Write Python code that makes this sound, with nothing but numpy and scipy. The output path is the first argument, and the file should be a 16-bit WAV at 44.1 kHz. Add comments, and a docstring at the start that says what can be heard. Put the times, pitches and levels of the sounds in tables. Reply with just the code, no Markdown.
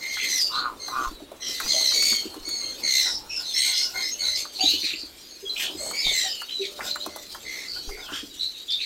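"""Wings rustle and swish over quiet outdoor noise all along; young pigeons soon beg with trilled squeals,
built from harmonics and hiss, and short sliding squeaks. Wing claps (bursts of noise) start early, and
a duck quacks twice (pulses through a throat filter). Then come dull wing thumps and soft low coos, next
the duck's breathy gabbles, and later hoarse rasps of noise. Fainter peeps are scattered throughout.
Walls and sheds answer the voices, claps and thumps with a brief tail of fading noise."""
import sys
import numpy as np
from scipy import signal
from scipy.fft import rfft, irfft, next_fast_len
from scipy.io import wavfile
from scipy.ndimage import uniform_filter1d, map_coordinates

SR = 44100
rng = np.random.default_rng(int(sys.argv[2]) if len(sys.argv) > 2 else 0)


def generate_wav(sig):
    """Save sig (samples, or channels by samples) to the path in sys.argv[1] as 16-bit PCM at SR."""
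    pcm = np.round(np.clip(np.atleast_2d(sig).T, -1, 1) * 32767).astype(np.int16)
    wavfile.write(sys.argv[1], SR, pcm)


N = 390285

# Colour of the outdoor noise. Each row: frequency in Hz, relative strength in dB per Hz.
BACKGROUND_COLOUR = [(12, -36), (20, -20), (53, -17), (167, -3), (326, 6), (866, -9), (1740, -3.5),
                     (3600, -3.5), (4140, -5), (5030, -42), (9300, -9), (12600, -35), (15800, -32)]
# How long the yard's echo lasts. Each row: frequency in Hz, time to fall by 60 dB in seconds.
YARD_DECAY = [(200, 0.39), (1200, 0.12), (4500, 0.25), (12000, 0.061)]
# Rise and fall of the feather rustle. Each row: time in seconds, relative level in dB.
RUSTLE_LEVEL = [(0, -52), (.38, -35), (.7, -65.5), (1.03, -46), (1.3, -69), (1.66, -39.5), (2.1, -37.5),
                (2.38, -55), (3.03, -45.5), (3.25, -59), (3.65, -39.5), (4.5, -55.5), (4.7, -37),
                (5.08, -55), (5.45, -53.5), (6.18, -43), (6.5, -51), (8.85, -53)]
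# Rise and fall of the air stirred by wings. Each row: time in seconds, relative level in dB.
SWISH_LEVEL = [(0, -49), (.84, -45.5), (1, -39), (1.2, -50.5), (1.7, -43), (3.1, -47.5), (3.6, -52.5),
               (4.7, -48.5), (5.38, -60), (5.68, -40.5), (6.2, -47.5), (6.66, -53), (6.85, -47.5),
               (7.5, -50), (8.12, -51.5), (8.6, -62)]
# Colour of feathers and of breath hiss. Each row: frequency in Hz, relative strength in dB per Hz.
FEATHER_COLOUR = [(1000, -66), (1900, -11.5), (3000, -1.5), (4300, 5.5), (5500, 0), (7500, -1), (9500, -10),
                  (11000, -10.5), (13000, -4.5), (15800, -16)]
# Colour of the stirred air. Each row: frequency in Hz, relative strength in dB per Hz.
SWISH_COLOUR = [(60, -8), (170, 1), (300, 10), (600, 6), (900, 0), (1400, 0.5), (2200, -20), (4000, -14)]
# Soft coos and low notes. Each row: start in seconds, length in seconds, pitch in Hz,
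# level in dB, rasp from 0 to 1.
COOS = [(1.737, 0.057, 646, -36, 0.97), (1.791, 0.41, 584, -51.5, 0), (3.044, 0.27, 888, -50.5, .4),
        (4.095, .49, 591, -56, 0), (4.587, 0.087, 748, -36.5, 0.47), (5.424, 0.038, 400, -40, 0.2),
        (5.795, 0.1, 585, -39, .53), (6.238, 0.035, 718, -37.5, 1), (6.591, 0.058, 392, -33, 0.12),
        (6.651, .68, 589, -52.5, 0), (7.873, 0.1, 414.4, -43, 0.34)]
# Hoarse duck chatter. Each row: start in seconds, length in seconds, relative level in dB.
GABBLES = [(3.043, 0.085, -41), (3.366, 0.093, -48), (3.647, 0.13, -47.5), (3.785, 0.16, -50.5),
           (3.93, 0.1, -39.5), (4.207, 0.11, -45.5), (5.618, 0.055, -41), (6.78, 0.127, -41),
           (7.754, .048, -41), (7.962, .12, -47), (8.076, 0.054, -39)]
# Throat of the duck when it gabbles. Each row: frequency in Hz, relative strength in dB.
GABBLE_THROAT = [(300, -7), (600, -1), (780, 8), (880, -1), (1050, 6.5), (1230, -10), (1450, 15),
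                 (1750, -5), (2400, -18)]
# Quacks. Each row: start in seconds, length in seconds, top pulse rate in Hz, level at the widest in dB.
QUACKS = [(.49, .26, 127.9, -29), (0.894, .215, 130.2, -27.5)]
# Throat of the duck with the bill open. Each row: frequency in Hz, relative strength in dB.
DUCK_THROAT = [(100, -30), (450, -43), (590, -27), (750, -15), (1000, -9.5), (1180, 12), (1310, 0.5),
               (1440, 8.5), (1620, -14), (2100, -24), (2600, -23), (5000, -47)]
# Harsh, almost toneless cries. Each row: start in seconds, length in seconds, level in dB.
RASPS = [(5.546, 0.15, -31.5), (6.799, 0.14, -35.5), (8.084, .15, -39)]
# Short squeaks. Each row: start in seconds, length in seconds, start pitch in Hz, end pitch in Hz,
# level in dB, rasp from 0 to 1.
SQUEAKS = [(0.106, 0.094, 4070, 2560, -46, 0.1), (0.183, 0.082, 2506, 2390, -34.5, 1),
           (.279, 0.12, 6170, 5710, -29.5, 0.6), (0.384, 0.089, 5160, 4480, -23, .45),
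           (0.515, 0.099, 3900, 4226, -29.5, 0.83), (1.403, .15, 5880, 5150, -37, 0.8),
           (1.415, 0.11, 3260, 3100, -39.5, .6), (1.711, 0.049, 3600, 3000, -33, 0.73),
           (1.853, 0.065, 5660, 4860, -33, 0.1), (2.994, .2, 5480, 5180, -31.5, 0.88),
           (3.292, 0.11, 2558, 2720, -39, 0.5), (3.288, 0.14, 5580, 4960, -33, 0.6),
           (3.424, 0.13, 4110, 3330, -37, 0.45), (3.533, 0.066, 5230, 5530, -30, 0.26),
           (3.543, .31, 3245, 3430, -36, 0.94), (3.565, 0.17, 8480, 8120, -34, .9),
           (3.731, .15, 5050, 5210, -28, 0.98), (4.018, .11, 4980, 5530, -34.5, .6),
           (4.108, 0.039, 6430, 6420, -32, 0.28), (4.234, 0.069, 4014, 3936, -27, 0.4),
           (4.34, 0.056, 4880, 5100, -31, 0.87), (4.538, 0.089, 4170, 4180, -35.5, 0.93),
           (4.606, 0.014, 4680, 4530, -20, 0.06), (4.589, 0.06, 2746, 3160, -34, 0.83),
           (4.602, .11, 6760, 6180, -32.5, 0.53), (4.627, 0.092, 3560, 4380, -20.5, .65),
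           (4.681, 0.101, 2790, 2980, -30.5, .6), (4.692, 0.111, 4275, 4170, -31.5, 0.8),
           (4.807, .12, 4320, 3750, -28.5, .95), (4.817, 0.16, 2320, 2620, -37, .9),
           (4.952, 0.097, 4524, 4450, -35.5, 0.83), (5.45, 0.04, 3350, 3250, -36, .22),
           (5.494, 0.029, 4027, 4024, -28, 0.36), (5.556, 0.076, 2453, 2480, -35.5, 0.42),
           (5.555, .16, 2997, 3200, -32.5, 0.99), (5.591, 0.073, 2000, 1565, -40.5, 0.89),
           (5.765, 0.17, 7830, 7950, -39, 0.94), (5.976, 0.035, 4470, 5420, -27, 0.45),
           (6.037, 0.082, 3830, 3460, -26, 0.52), (6.117, .17, 7470, 7440, -34, 0.81),
           (6.171, .29, 3210, 2823, -41.5, .6), (6.284, 0.053, 5000, 4980, -33, 0.4),
           (6.482, 0.062, 3080, 3110, -38.5, 0.99), (6.508, .11, 4044, 3773, -33, 0.04),
           (6.604, 0.082, 4030, 3690, -35.5, 1), (6.608, 0.063, 2796, 1983, -40.5, 0.67),
           (6.86, 0.076, 3650, 4290, -32, 0.79), (7.001, 0.038, 3750, 4250, -33.5, 0.35),
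           (7.673, .14, 4574, 4416, -35.5, 0.73), (7.904, .13, 2100, 2205, -44.5, 0.43),
           (7.993, 0.12, 3910, 2600, -44.5, 0.2), (8.079, 0.14, 1310, 1713, -43, 0.93),
           (8.121, 0.093, 3106, 3280, -36.5, 0.85), (8.39, 0.085, 3920, 4090, -28, 0.61),
           (8.535, .1, 3760, 3860, -41.5, 0.5), (8.679, 0.095, 3446, 3660, -27, 0.49),
           (8.701, 0.037, 5040, 4070, -31.5, .75), (8.789, 0.068, 2730, 2144, -38.5, 0.75),
           (8.802, 0.044, 3670, 4310, -29.5, 0.76)]
# Begging squeals. Each row: start in seconds, length in seconds, pitch in Hz, fall of pitch in Hz,
# level of the second harmonic in dB, fundamental over it in dB, trill from 0 to 1, hiss setting in dB.
SQUEALS = [(-.01, 0.3, 2112, 79.5, -39, 2, 0.53, -26), (0.187, 0.24, 2063, 178.5, -34, -0.5, 0.68, -7),
           (0.789, .17, 2078, 198, -37.5, -16, 0.33, -25), (1.395, 0.3, 1997, 90.5, -39.5, -6, 0.59, 3.5),
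           (1.667, 0.34, 2070, 187.5, -25, -16.5, 0.79, -17),
           (1.921, .31, 2241, 50.5, -24, -11, 0.42, -6.5), (2.44, .32, 2164, 138, -33, -16, 0.36, -22),
           (2.822, .31, 2072, 250, -26, -7.5, 0.76, -2.5), (3.439, 0.2, 2080, 27.5, -35, -28, 0.5, -12),
           (3.538, 0.23, 2130, -2.5, -27, -6.5, 0.82, -10), (3.726, 0.13, 2127, -110, -30, -9.5, 0.2, -13),
           (3.937, .18, 2118, 124, -33.5, -2.5, 0.48, -17), (4.183, .2, 2110, 238.5, -29.5, -11, 0.58, -8),
           (4.347, 0.1, 2190, 76, -31.5, -13, 0.6, -1.5), (5.766, 0.23, 2180, -72.5, -39, -12, 0, -23),
           (5.926, 0.29, 2240, 130, -34.5, 1.5, 0.3, -4), (6.096, .21, 1988, 322, -29.5, -5.5, 0.57, -4),
           (7.064, 0.23, 2033, 133, -53, -3, 0.7, -8), (7.441, 0.28, 2114, 41.5, -43.5, 3, 0.9, 0)]
# Strengths of the third to fifth harmonics of a squeal, one number each, in dB over the second.
OVERTONES_DB = [-6.5, -18.5, -31]
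# Wing draughts that reach the microphone. Each row: start in seconds, level in dB.
DRAUGHTS = [(.975, -35), (1.067, -35), (1.638, -39), (2.4, -43), (6.054, -40), (4.66, -50), (7.874, -31)]
# Runs of close downstrokes. Each row: start in seconds, length in seconds, time between beats in seconds,
# relative level of the first beat in dB, loss per beat in dB, pitch of the thud in Hz.
STROKE_RUNS = [(1.006, .27, .106, -30.5, 2.5, 308), (1.655, .05, .1, -34, 0, 212),
               (2.116, .05, .1, -30, 0, 245), (2.254, .28, .11, -28, 2, 325),
               (4.636, .45, .099, -24.5, 3.5, 308), (5.698, .08, .05, -35, -5.5, 355),
               (6.061, .05, .1, -32, 0, 202), (7.071, .05, .1, -31.5, 0, 313),
               (8.119, .17, .111, -26, 7.5, 294)]
# Wing claps. Each row: start in seconds, relative level in dB, centre of the slap in Hz,
# relative level of the feather snap in dB.
CLAPS = [(.17, -31.5, 1450, -16), (.883, -29.5, 895, -7.5), (1.202, -40, 610, -20), (1.317, -36, 550, -9),
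         (1.601, -27, 1300, 4), (1.662, -36.5, 1220, 4), (1.809, -36.5, 600, -8), (1.916, -36, 1320, 2),
         (2.024, -32.5, 1830, 12), (2.125, -36.5, 1310, 0), (2.342, -38, 980, 2), (2.488, -46, 1350, 18),
         (4.452, -38.5, 1110, 0), (5.862, -35.5, 600, -3), (5.911, -36, 1170, 6), (6.067, -35, 795, -8),
         (6.114, -36.5, 600, -4), (6.417, -35, 1180, 3), (6.792, -28, 775, -14), (6.806, -28.5, 1620, -29),
         (6.869, -41, 1370, -6), (6.957, -30, 1170, -1.5), (7.062, -30.5, 900, 3.5), (7.161, -32.5, 840, 4),
         (7.347, -34.5, 1100, 0), (7.89, -40, 1014, -9)]

TOP_HZ = 15850  # nothing is kept from here up
PEEP_DB, PEEP_SPREAD_DB = -3.5, 6  # level offset of the faintest peep, range up to the loudest
COO_DROOP_HZ = 6.6  # fall over one note, beneath a slight arch
QUACK_SAG, QUACK_SWELL_DB = 0.25, 21.5  # at both ends: share of pulse rate lost, level lost
SHUT_BILL = 0.882  # throat pitch with the bill shut, over its open value
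SQUEAK_HISS_DB, SQUEAK_HISS_GROWS_DB = -29.5, 22  # hiss setting of a pure squeak, gain at full rasp
SQUEAL_ARCH = 0.0179  # hump in the middle of a call, as a share of the pitch
TRILL_HZ, TRILL_SLOWING_HZ = 72.43, 18.5  # rate at the start, loss by the end
TRILL_BEND, TRILL_DEPTH_DB = 0.063, 6.5  # swing of pitch (as a share) and of level at full trill
DRAUGHT_HZ = 22.4  # where a draught rumbles
BRUSH_DB = -10  # feathers brushing after the blow


def amp(db):
    """Turn decibels into a gain."""
    return 10 ** (np.asarray(db) / 20)


def unit(x):
    """Scale to an average (rms) strength of 1."""
    return x / np.sqrt(np.mean(np.abs(x) ** 2) + 1e-20)


def along(points, hz):
    """Read a table of (Hz, value) points, with straight lines on a log-frequency axis."""
    f, v = np.transpose(points)
    return np.interp(np.log(hz + 1), np.log(f + 1), v)


def level_at(points, t):
    """Read a table of (seconds, dB) points at the times t."""
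    s, db = np.transpose(points)
    return np.interp(t, s, db)


def span(start, end):
    """Sample times from start to end, at least 64 of them."""
    return start + np.arange(max(int((end - start) * SR), 64)) / SR


def whole_scene():
    """Sample times of the whole scene."""
    return np.arange(N) / SR


def add(out, s, x):
    """Mix x into out from time s."""
    i = min(max(round(s * SR), 0), N)
    out[i:i + len(x)] += x[:N - i]


def wobble(t, rate):
    """A smooth random curve through `rate` random points a second."""
    u = (t - t[0]) * rate
    return map_coordinates(rng.standard_normal(int(u[-1]) + 4), [u + 1])


def filtered(x, response):
    """Make each frequency stronger or weaker by the given response."""
    m = next_fast_len(len(x) + 8192)
    hz = np.fft.rfftfreq(m, 1 / SR)
    return irfft(rfft(x, m) * response(hz), m)[:len(x)]


def noise(t, colour):
    """Noise of rms 1 with a colour given as (Hz, dB) points."""
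    white = rng.standard_normal(len(t))
    return unit(filtered(white, lambda hz: amp(along(colour, hz))))


def band(t, centre_hz, octaves):
    """Noise of rms 1 in a bell-shaped band around a centre."""
    def bell(hz):
        return np.exp(-.5 * (np.log2((hz + 1) / centre_hz) / octaves) ** 2)
    return unit(filtered(rng.standard_normal(len(t)), bell))


def patchy(x, depth_db):
    """Shift the colour of a sound in small patches, a few hundred Hz by a few tens of ms."""
    z = signal.stft(x, nperseg=512)[2]
    field = rng.standard_normal(z.shape)
    for _ in range(2):
        field = uniform_filter1d(field, size=3, axis=0)  # blur over frequency
        field = uniform_filter1d(field, size=8, axis=1)  # blur over time
    return unit(signal.istft(z * amp(depth_db * unit(field)), nperseg=512)[1][:len(x)])


def breathy(t):
    """Patchy hiss of air through an open beak, strongest in the middle of a call."""
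    longer = span(0, len(t) / SR + .1)
    return patchy(noise(longer, FEATHER_COLOUR), depth_db=4.5)[:len(t)] * np.hanning(len(t))


def fade(t, rise, fall):
    """Soft ends for a note, rise and fall in seconds."""
    ramps = np.minimum((t - t[0]) / rise, (t[-1] - t) / fall)
    return np.sin(np.pi / 2 * np.clip(ramps, 0, 1))


def swell(t, rise):
    """A push that peaks at 1 after `rise` seconds and then dies away."""
    return t / rise * np.exp(1 - t / rise)


def partial(t, phase, rasp, width_hz):
    """A whistle of rms 1; rasp is the share that turbulence smears into a narrow band."""
    def churn(rate):
        return unit(wobble(t, rate) + 1j * wobble(t, rate))
    rasp = np.clip(rasp, 0, 1)
    smear = unit(churn(width_hz) + 0.78 * churn(2.5 * width_hz))
    steady_and_smeared = np.sqrt(1 - rasp) + np.sqrt(rasp) * smear
    return unit(np.real(steady_and_smeared * np.exp(1j * phase)))


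def glide(t, start_hz, end_hz, arch, waver):
    """Phase of a note that slides along a slight arch and wavers."""
    u = np.linspace(0, 1, len(t))
    line = start_hz + (end_hz - start_hz) * u
    pitch = line * (1 + arch * np.sin(np.pi * u) + waver * wobble(t, 164.0))
    return 2 * np.pi * np.cumsum(pitch) / SR


def background():
    """Quiet outdoor air: coloured noise over a deep rumble, both wavering in level."""
    t = whole_scene()
    air = amp(-55.5 + 0.67 * wobble(t, 2.94)) * noise(t, BACKGROUND_COLOUR)
    rumble = amp(-62 + 4 * wobble(t, 6.3)) * band(t, 39, octaves=1.0)
    return air + rumble


def yard(x):
    """Walls and sheds answer with a tail of noise; each frequency dies at its own speed."""
    hz, t, z = signal.stft(rng.standard_normal(SR // 2), SR, nperseg=256)
    decay = amp(-60 * t / along(YARD_DECAY, hz)[:, None])
    tail = signal.istft(z * decay, SR, nperseg=256)[1]
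    late = np.pad(x, (200, 0))  # the answer starts 200 samples late
    return signal.fftconvolve(late, tail / np.linalg.norm(tail))[:N]


def flock():
    """Many wings at once: scratchy feather rustle above a soft, beating swish, both of noise."""
    t = whole_scene()
    scratch = unit(amp(2.2 * wobble(t, 60) + 0.82 * wobble(t, 500)))
    feathers = patchy(noise(t, FEATHER_COLOUR), depth_db=3.8)
    rustle = amp(level_at(RUSTLE_LEVEL, t) + 5.5) * scratch * feathers
    beating = amp(2 * wobble(t, 22))
    stirred_air = patchy(noise(t, SWISH_COLOUR), depth_db=2.5)
    swish = amp(level_at(SWISH_LEVEL, t) - 2.5) * beating * stirred_air
    return rustle + swish


def chorus(count=260):
    """Fainter peeps from the rest of the flock: sliding whistles, louder when the rustle is loud."""
    out = np.zeros(N)
    for when, height, long, slide, loud in rng.random((count, 5)):
        s = when * N / SR
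        t = span(s, s + 0.0213 + 0.0735 * long)
        hz = 2300 * 3.2 ** height
        phase = glide(t, hz, hz * (.91 + .16 * slide), arch=.01, waver=.008)
        whistle = partial(t, phase, rasp=0.27, width_hz=234) * fade(t, rise=0.0043, fall=0.016)
        db = level_at(RUSTLE_LEVEL, t) + along(FEATHER_COLOUR, hz) + PEEP_DB + PEEP_SPREAD_DB * loud
        add(out, s, amp(db) * whistle)
    return out


def coos():
    """Low notes, from pure to hoarse, that swell, sag in pitch and fade."""
    out = np.zeros(N)
    for s, length, hz, db, rasp in COOS:
        t = span(s, s + length)
        phase = glide(t, hz + COO_DROOP_HZ / 2, hz - COO_DROOP_HZ / 2, arch=0.0044, waver=0.0091)
        note = partial(t, phase, rasp, width_hz=120)
        add(out, s, amp(db) * note * fade(t, rise=0.21 * length, fall=.5 * length))
    return out


def gabbles():
    """A low, breathy chatter through the duck's half-closed bill: throat-coloured noise that flutters."""
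    out = np.zeros(N)
    for s, length, db in GABBLES:
        t = span(s, s + length)
        flutter = unit(amp(np.sin(glide(t, 106.0, 122.5, arch=0.059, waver=0.029))))
        breath = noise(t, GABBLE_THROAT) * fade(t, rise=0.021, fall=0.054)
        add(out, s, amp(db - 1.5) * flutter * breath)
    return out


def duck():
    """Uneven pulses ring the throat; rate, level and throat pitch arch as the bill opens and shuts."""
    def throat(source, scale):
        return unit(filtered(source, lambda hz: amp(along(DUCK_THROAT, hz / scale))))
    out = np.zeros(N)
    for s, length, top_hz, db in QUACKS:
        t = span(s, s + length)
        opening = np.sin(np.pi * np.linspace(0, 1, len(t)) ** .9)
        rate = top_hz * (1 - QUACK_SAG * (1 - opening)) * (1 + 0.009 * wobble(t, 96))
        cycle = np.cumsum(rate) / SR
        clicks = np.diff(np.floor(cycle), prepend=0)  # one at each whole cycle
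        pulses = unit(clicks * amp(1.9 * wobble(t, 122)))
        source = pulses + .4 * rng.standard_normal(len(t))
        wide, shut = throat(source, 1), throat(source, SHUT_BILL)
        voice = opening ** 2 * wide + (1 - opening ** 2) * shut
        level = amp(db - QUACK_SWELL_DB * (1 - opening) ** 1.6)
        add(out, s, level * voice * fade(t, rise=.01, fall=0.011))
    return out


def rasps():
    """Hoarse cries that are all rattling hiss: breath noise with a quickly shaking level."""
    out = np.zeros(N)
    for s, length, db in RASPS:
        t = span(s, s + length)
        rattle = unit(amp(1.9 * wobble(t, 203)))
        add(out, s, amp(db) * breathy(t) * rattle)
    return out


def squeaks():
    """Short sliding whistles; the hoarser, the wider, the more broken and the more hissy."""
    out = np.zeros(N)
    for s, length, start_hz, end_hz, db, rasp in SQUEAKS:
        t = span(s, s + length)
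        phase = glide(t, start_hz, end_hz, arch=0.00944, waver=0.0094)
        width_hz = 80 + 480 * rasp
        octave = amp(-29) * partial(t, 2 * phase, rasp, width_hz)
        voice = partial(t, phase, rasp, width_hz) + octave
        voice = voice * fade(t, rise=0.18 * length, fall=0.26 * length)
        hiss_gain = amp(SQUEAK_HISS_DB + SQUEAK_HISS_GROWS_DB * rasp)
        hiss = hiss_gain * band(t, start_hz, octaves=0.6) * np.hanning(len(t))
        rattle = unit(amp(3.8 * rasp * wobble(t, 220)))
        add(out, s, amp(db) * rattle * (voice + hiss))
    return out


def squeals():
    """Begging young: an arching, drooping voice, chopped and bent by a slowing trill, over a hiss."""
    out = np.zeros(N)
    for s, length, hz, fall_hz, db, fundamental_db, depth, hiss_db in SQUEALS:
        t = span(s, s + length)
        u = np.linspace(0, 1, len(t))
        pitch = hz * (1 - SQUEAL_ARCH * (2 * u - 1) ** 2) - fall_hz * (u - .5)
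        trill_rate = (TRILL_HZ - TRILL_SLOWING_HZ * u) * (1 + 0.061 * wobble(t, 33.6))
        trill = 2 * np.pi * np.cumsum(trill_rate) / SR
        bend = 1 + TRILL_BEND * depth ** 2 * np.sin(trill) + .009 * wobble(t, 45)
        pulsing = unit(amp(TRILL_DEPTH_DB * depth * np.cos(trill)))
        phase = 2 * np.pi * np.cumsum(pitch * bend) / SR  # each pulse sweeps upward
        voice = np.zeros(len(t))
        for k, level in enumerate([fundamental_db, 0, *OVERTONES_DB], 1):
            voice += amp(level) * partial(t, k * phase, rasp=.28, width_hz=300)
        voice = voice * pulsing * fade(t, rise=0.035, fall=0.48 * length)
        hiss = amp(hiss_db) * breathy(t) * pulsing ** .7  # the hiss pulses less
        add(out, s, amp(db) * (voice + hiss))
    return out


def draughts():
    """Slow puffs of wing-driven air on the microphone: very low noise that swells and dies."""
    out, t = np.zeros(N), span(0, 0.15)
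    for s, db in DRAUGHTS:
        add(out, s, amp(db) * band(t, DRAUGHT_HZ, octaves=0.52) * swell(t, 0.01))
    return out


def downstrokes():
    """Close strokes shove the air in even runs: a few dull cycles over a deep push."""
    out, t = np.zeros(N), span(0, 0.15)
    for s, length, period, db, loss_db, thud_hz in STROKE_RUNS:
        for beat, delay in enumerate(np.arange(0, length, period)):
            hz = thud_hz * (1 + 0.013 * rng.standard_normal())
            tone = np.sin(2 * np.pi * hz * t * (1 - t))  # pitch falls as it dies
            thud = (tone + .5 * band(t, hz, octaves=0.49)) * swell(t, 0.0051)
            push = amp(-23.5) * band(t, 76.4, octaves=0.19) * swell(t, 0.036)
            add(out, s + delay, amp(db - 4 - loss_db * beat) * (thud + push))
    return out


def claps():
    """Wing tips meet: a hollow slap, a snap of quills and a fluttering brush of feathers."""
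    out, t = np.zeros(N), span(0, 0.53)
    for s, db, centre_hz, snap_db in CLAPS:
        # -60 * t / d falls by 60 dB in d seconds
        brush = amp(BRUSH_DB - 60 * t / 0.12 + 2.1 * wobble(t, 180))
        onset = 1 - np.exp(-t / 0.0005)
        blow = (amp(-60 * t / 0.041) + brush) * onset
        slap = band(t, centre_hz, octaves=0.5) * blow
        snap = band(t, 8000, octaves=1.0) * amp(-60 * t / 0.042)
        add(out, s, amp(db + 0.5) * (slap + amp(snap_db - 5.0) * snap))
    return out


def scene():
    """Voices and wings in the yard, with its answer, over the flock and the background."""
    voices = squeals() + squeaks() + rasps() + chorus() + coos() + duck() + gabbles()
    wings = claps() + downstrokes() + draughts()
    answer = yard(amp(-5.0) * voices + amp(-11.5) * wings)
    return (voices + wings + answer + flock() + background())[None]


def record(dry):
    """Keep only what lies below the band limit."""
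    return np.array([filtered(x, lambda hz: hz < TOP_HZ) for x in dry])


dry = scene()
out = record(dry)
generate_wav(out)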